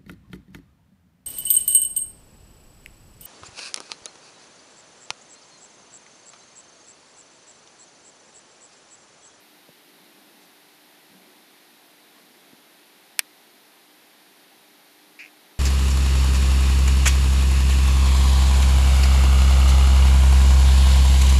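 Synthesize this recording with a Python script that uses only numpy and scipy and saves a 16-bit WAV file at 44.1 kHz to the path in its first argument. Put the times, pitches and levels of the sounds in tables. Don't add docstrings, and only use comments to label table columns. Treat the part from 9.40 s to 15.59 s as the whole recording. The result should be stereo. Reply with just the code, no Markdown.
import sys
import numpy as np
from scipy import signal
from scipy.fft import rfft, irfft
from scipy.io import wavfile

SR = 44100
rng = np.random.default_rng(int(sys.argv[2]) if len(sys.argv) > 2 else 0)


def inscribe(sig):
    pcm = np.round(np.clip(np.atleast_2d(sig).T, -1, 1) * 32767)
    wavfile.write(sys.argv[1], SR, pcm.astype(np.int16))


N = 272979

# frequency_hz, left_db, right_db, channel_correlation
HISS_SPECTRUM = [(40, -115.4, -117.3, 0.1), (90.5, -104.7, -109.8, 0.47), (177, -90.5, -88.5, 0.56),
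                 (324, -85, -86.5, 0.31), (520, -89.5, -90, 0.082), (800, -85, -86, 0.16),
                 (1145, -91.5, -92.5, 0.24), (1970, -88.5, -90, 0.26), (2930, -91.5, -92.5, 0.24),
                 (3920, -89, -91.5, 0.31), (5260, -94.5, -97, 0.2), (7000, -97.5, -104.8, 0.13),
                 (7900, -102.3, -101.4, 0.06), (9760, -94, -100.6, 0.22), (13800, -94.5, -101.4, 0.28)]
# frequency_hz, left_db, right_db
HUM_PARTIALS = [(300, -69.5, -67.5), (351, -72, -75.5), (399, -71, -74)]
# start_s, level_db, pitch_hz, t60_s
SOFT_BUMPS = [(0.2891, -37.5, 560, 0.012), (.292, -39.5, 157, 0.04), (1.70, -55, 100, .15),
              (1.715, -50, 185, .2), (1.748, -49.5, 187, .25), (1.875, -49.5, 370, .08),
              (3.132, -35, 250, 0.022)]
# frequency_hz, relative_db
RUB_SPECTRUM = [(40, -44), (100, -22), (190, 1), (280, 3.5), (450, -6), (800, -12), (1500, -19),
                (4000, -29)]
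# start_s, length_s, level_db
GRIP_SHIFTS = [(0.468, 0.6, -62.5), (1.68, 0.25, -59), (2.736, 0.42, -62.5)]
# peak_time_s, level_db, half_length_s, centre_hz, bandwidth_hz
FINGER_SCUFFS = [(.49, -64, .015, 1500, 3000), (0.773, -62, .025, 2000, 2000), (1.03, -59, .03, 4500, 5000),
                 (2.78, -55.5, .04, 950, 900), (3.08, -62, 0.14, 700, 800)]
# frequency_hz, bandwidth_hz, left_db, right_db
BODY_MODES = [(680, 270, 7.5, 11), (1755, 380, 22.5, 7), (2470, 520, 24, 17.5), (3470, 1040, 19.5, -1),
              (4400, 560, 21.5, 15), (5530, 1400, 18, 11.5), (8100, 870, -6, 22), (9360, 1300, 4, 19.5),
              (10100, 430, 23.5, 21), (12130, 650, 20.5, 10.5)]
# left_db, right_db
PULSE_HARMONICS = [(-8, 0.5), (-18, -15), (-30, -21)]

CLICK_S, SNAP_S, CALL_S = 3.7922, 3.8022, 5.7892
ANTIPHASE = np.array([[1], [-1]])


def from_db(db):
    return 10 ** (np.asarray(db) / 20)


def unit_rms(x):
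    return x / np.sqrt(np.mean(x ** 2) + 1e-20)


def spectrum_curves(points):
    hz, *columns = np.transpose(points)
    grid = np.maximum(np.fft.rfftfreq(N, 1 / SR), 1)
    return [np.interp(np.log(grid), np.log(hz), column) for column in columns]


def drift(corner_hz):
    hz = np.fft.rfftfreq(N, 1 / SR)
    return unit_rms(irfft(rfft(rng.standard_normal(N)) / (1 + (hz / corner_hz) ** 2), N))


def age(start_s):
    return np.maximum(np.arange(N) / SR - start_s, 0)


def decay(t, t60):
    return np.exp(-np.log(1000) * t / t60)


def resonance(x, hz, width_hz):
    r = np.exp(-np.pi * width_hz / SR)
    poles = [1, -2 * r * np.cos(2 * np.pi * hz / SR), r * r]
    return signal.lfilter(np.array([1, 0, -1]) * (1 - r * r) / 2, poles, x + 1e-18)


def butterworth(x, order, hz, kind="low"):
    return signal.sosfilt(signal.butter(order, hz, kind, fs=SR, output="sos"), x + 1e-18)


def reflections(x, t60, gap_s):
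    t = np.arange(SR // 2) / SR
    tail = rng.standard_normal((2, len(t))) * decay(t, t60) * (t > gap_s)
    tail /= np.sqrt(np.sum(tail ** 2, axis=1, keepdims=True))
    return signal.fftconvolve(x, tail, axes=1)[:, :N]


def hiss(gain_db):
    left_db, right_db, correlation = spectrum_curves(HISS_SPECTRUM)
    mid, side = rfft(rng.standard_normal((2, N))) * np.sqrt(SR) / 2
    pair = np.sqrt(1 + correlation) * mid + np.sqrt(1 - correlation) * side * ANTIPHASE
    return irfft(pair * from_db(np.array([left_db, right_db]) + gain_db), N)


def mains_hum(waver_db, wander_rad, right_lead_rad):
    hum = np.zeros((2, N))
    for hz, left_db, right_db in HUM_PARTIALS:
        phase = 2 * np.pi * (hz * age(0) + rng.random()) + wander_rad * drift(1.6)
        gain = np.sqrt(2) * from_db(np.array([[left_db], [right_db]]) + waver_db * drift(0.79))
        hum += gain * np.sin([phase, phase + right_lead_rad])
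    return hum


def bumps(gain_db, low_cut_hz):
    knocks = sum(from_db(db + gain_db) * np.sin(2 * np.pi * hz * age(s)) * decay(age(s), t60)
                 for s, db, hz, t60 in SOFT_BUMPS)
    return butterworth(knocks, 2, low_cut_hz, "high")


def rubbing(attack_s, release_t60, resting_db, spread):
    colour_db, = spectrum_curves(RUB_SPECTRUM)
    mid, side = unit_rms(irfft(rfft(rng.standard_normal((2, N))) * from_db(colour_db), N))
    strokes = sum(from_db(db) * np.minimum(age(s) / attack_s, 1) * decay(age(s + length_s), release_t60)
                  for s, length_s, db in GRIP_SHIFTS)
    return (mid + spread * side * ANTIPHASE) * np.hypot(strokes, from_db(resting_db))


def scuffs():
    friction = np.zeros((2, N))
    for peak_s, db, half_length_s, hz, width_hz in FINGER_SCUFFS:
        swell = from_db(db) * np.exp(-((age(0) - peak_s) / half_length_s) ** 2)
        friction += swell * unit_rms(resonance(rng.standard_normal((2, N)), hz, width_hz))
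    return friction


def modal_ring(start_s, lag_hz, lag_width_hz):
    impulse = np.zeros(N)
    impulse[round(start_s * SR)] = 1
    ring = sum((-1) ** k * from_db([[left_db], [right_db]]) * resonance(impulse, hz, width_hz)
               for k, (hz, width_hz, left_db, right_db) in enumerate(BODY_MODES))
    r = np.exp(-np.pi * lag_width_hz / SR)
    poles = [1, -2 * r * np.cos(2 * np.pi * lag_hz / SR), r * r]
    for _ in range(2):
        ring = signal.lfilter(poles[::-1], poles, ring)
    return ring


def click(gain_db, bright_db, dull_db):
    hit = from_db(gain_db) * modal_ring(CLICK_S, lag_hz=2000, lag_width_hz=4200)
    bright_tail = from_db(bright_db) * reflections(hit, t60=0.018, gap_s=0.00054)
    dull_tail = from_db(dull_db) * reflections(butterworth(hit, 2, hz=2960), t60=0.039, gap_s=0.0039)
    return hit + bright_tail + dull_tail


def snap(gain_db):
    return from_db(gain_db) * modal_ring(SNAP_S, lag_hz=3000, lag_width_hz=4300).mean(axis=0) * ANTIPHASE


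def frog_pulse_train(count, level_db, rate_hz, hold_s, fall_s, jitter_s):
    t = np.arange(SR // 8) / SR
    cycles = np.cumsum(rate_hz * np.exp(-np.maximum(t - hold_s, 0) / fall_s)) / SR
    starts_s = CALL_S + np.interp(np.arange(count), cycles, t) + jitter_s * rng.standard_normal(count)
    levels_db = np.full(count, level_db)
    levels_db[[0, -1]] -= [2, 8]
    return list(zip(starts_s, levels_db))


def frog_call(pulses, swell_s, pulse_t60, start_hz, sweep_hz, glide_s, mellow_db, rasp_db, echo_db):
    t = np.arange(SR // 60) / SR
    envelope = (1 - np.exp(-(t / swell_s) ** 2)) * decay(t, pulse_t60)
    envelope /= envelope.max()
    pitch_hz = start_hz + sweep_hz * (1 - np.exp(-t / glide_s))
    call = np.zeros((2, N))
    for (start_s, db), progress in zip(pulses, np.linspace(0, 1, len(pulses))):
        phase = 2 * np.pi * np.cumsum(pitch_hz * (1 + rng.normal(0, 0.013))) / SR
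        gains = from_db(PULSE_HARMONICS)
        gains[1] *= from_db(mellow_db * progress)
        tone = sum(np.outer(gain, np.sin(k * phase)) for k, gain in enumerate(gains, 1))
        rasp = unit_rms(resonance(rng.standard_normal((2, len(t))), hz=5000, width_hz=4400))
        at = round(start_s * SR)
        call[:, at:at + len(t)] += from_db(db) * envelope * (tone + from_db(rasp_db) * rasp)
    call = butterworth(call, 10, hz=7000)
    return call + from_db(echo_db) * reflections(call, t60=0.087, gap_s=0.0017)


def scene():
    room = hiss(gain_db=-0.15) + mains_hum(waver_db=1.0, wander_rad=0.28, right_lead_rad=0.73)
    knocks = bumps(gain_db=0.5, low_cut_hz=170)
    friction = rubbing(attack_s=0.025, release_t60=0.55, resting_db=-78.5, spread=0.38) + scuffs()
    transients = click(gain_db=-0.5, bright_db=-10.5, dull_db=-13) + snap(gain_db=-5)
    pulses = frog_pulse_train(count=18, level_db=-32, rate_hz=376, hold_s=0.0165, fall_s=0.032,
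                              jitter_s=0.0002)
    frog = frog_call(pulses, swell_s=0.001, pulse_t60=0.0091, start_hz=1863, sweep_hz=1500,
                     glide_s=0.0035, mellow_db=-6, rasp_db=-18.5, echo_db=-5.5)
    return room + knocks + friction + transients + frog


def record(dry):
    ceiling, cutoff_hz = 1.25, 14050
    saturated = ceiling * np.tanh(dry / ceiling)
    low_pass = signal.ellip(10, 0.05, 60, cutoff_hz, fs=SR, output="sos")
    return signal.sosfiltfilt(low_pass, butterworth(saturated, 1, hz=60, kind="high"))


dry = scene()
out = record(dry)
inscribe(out)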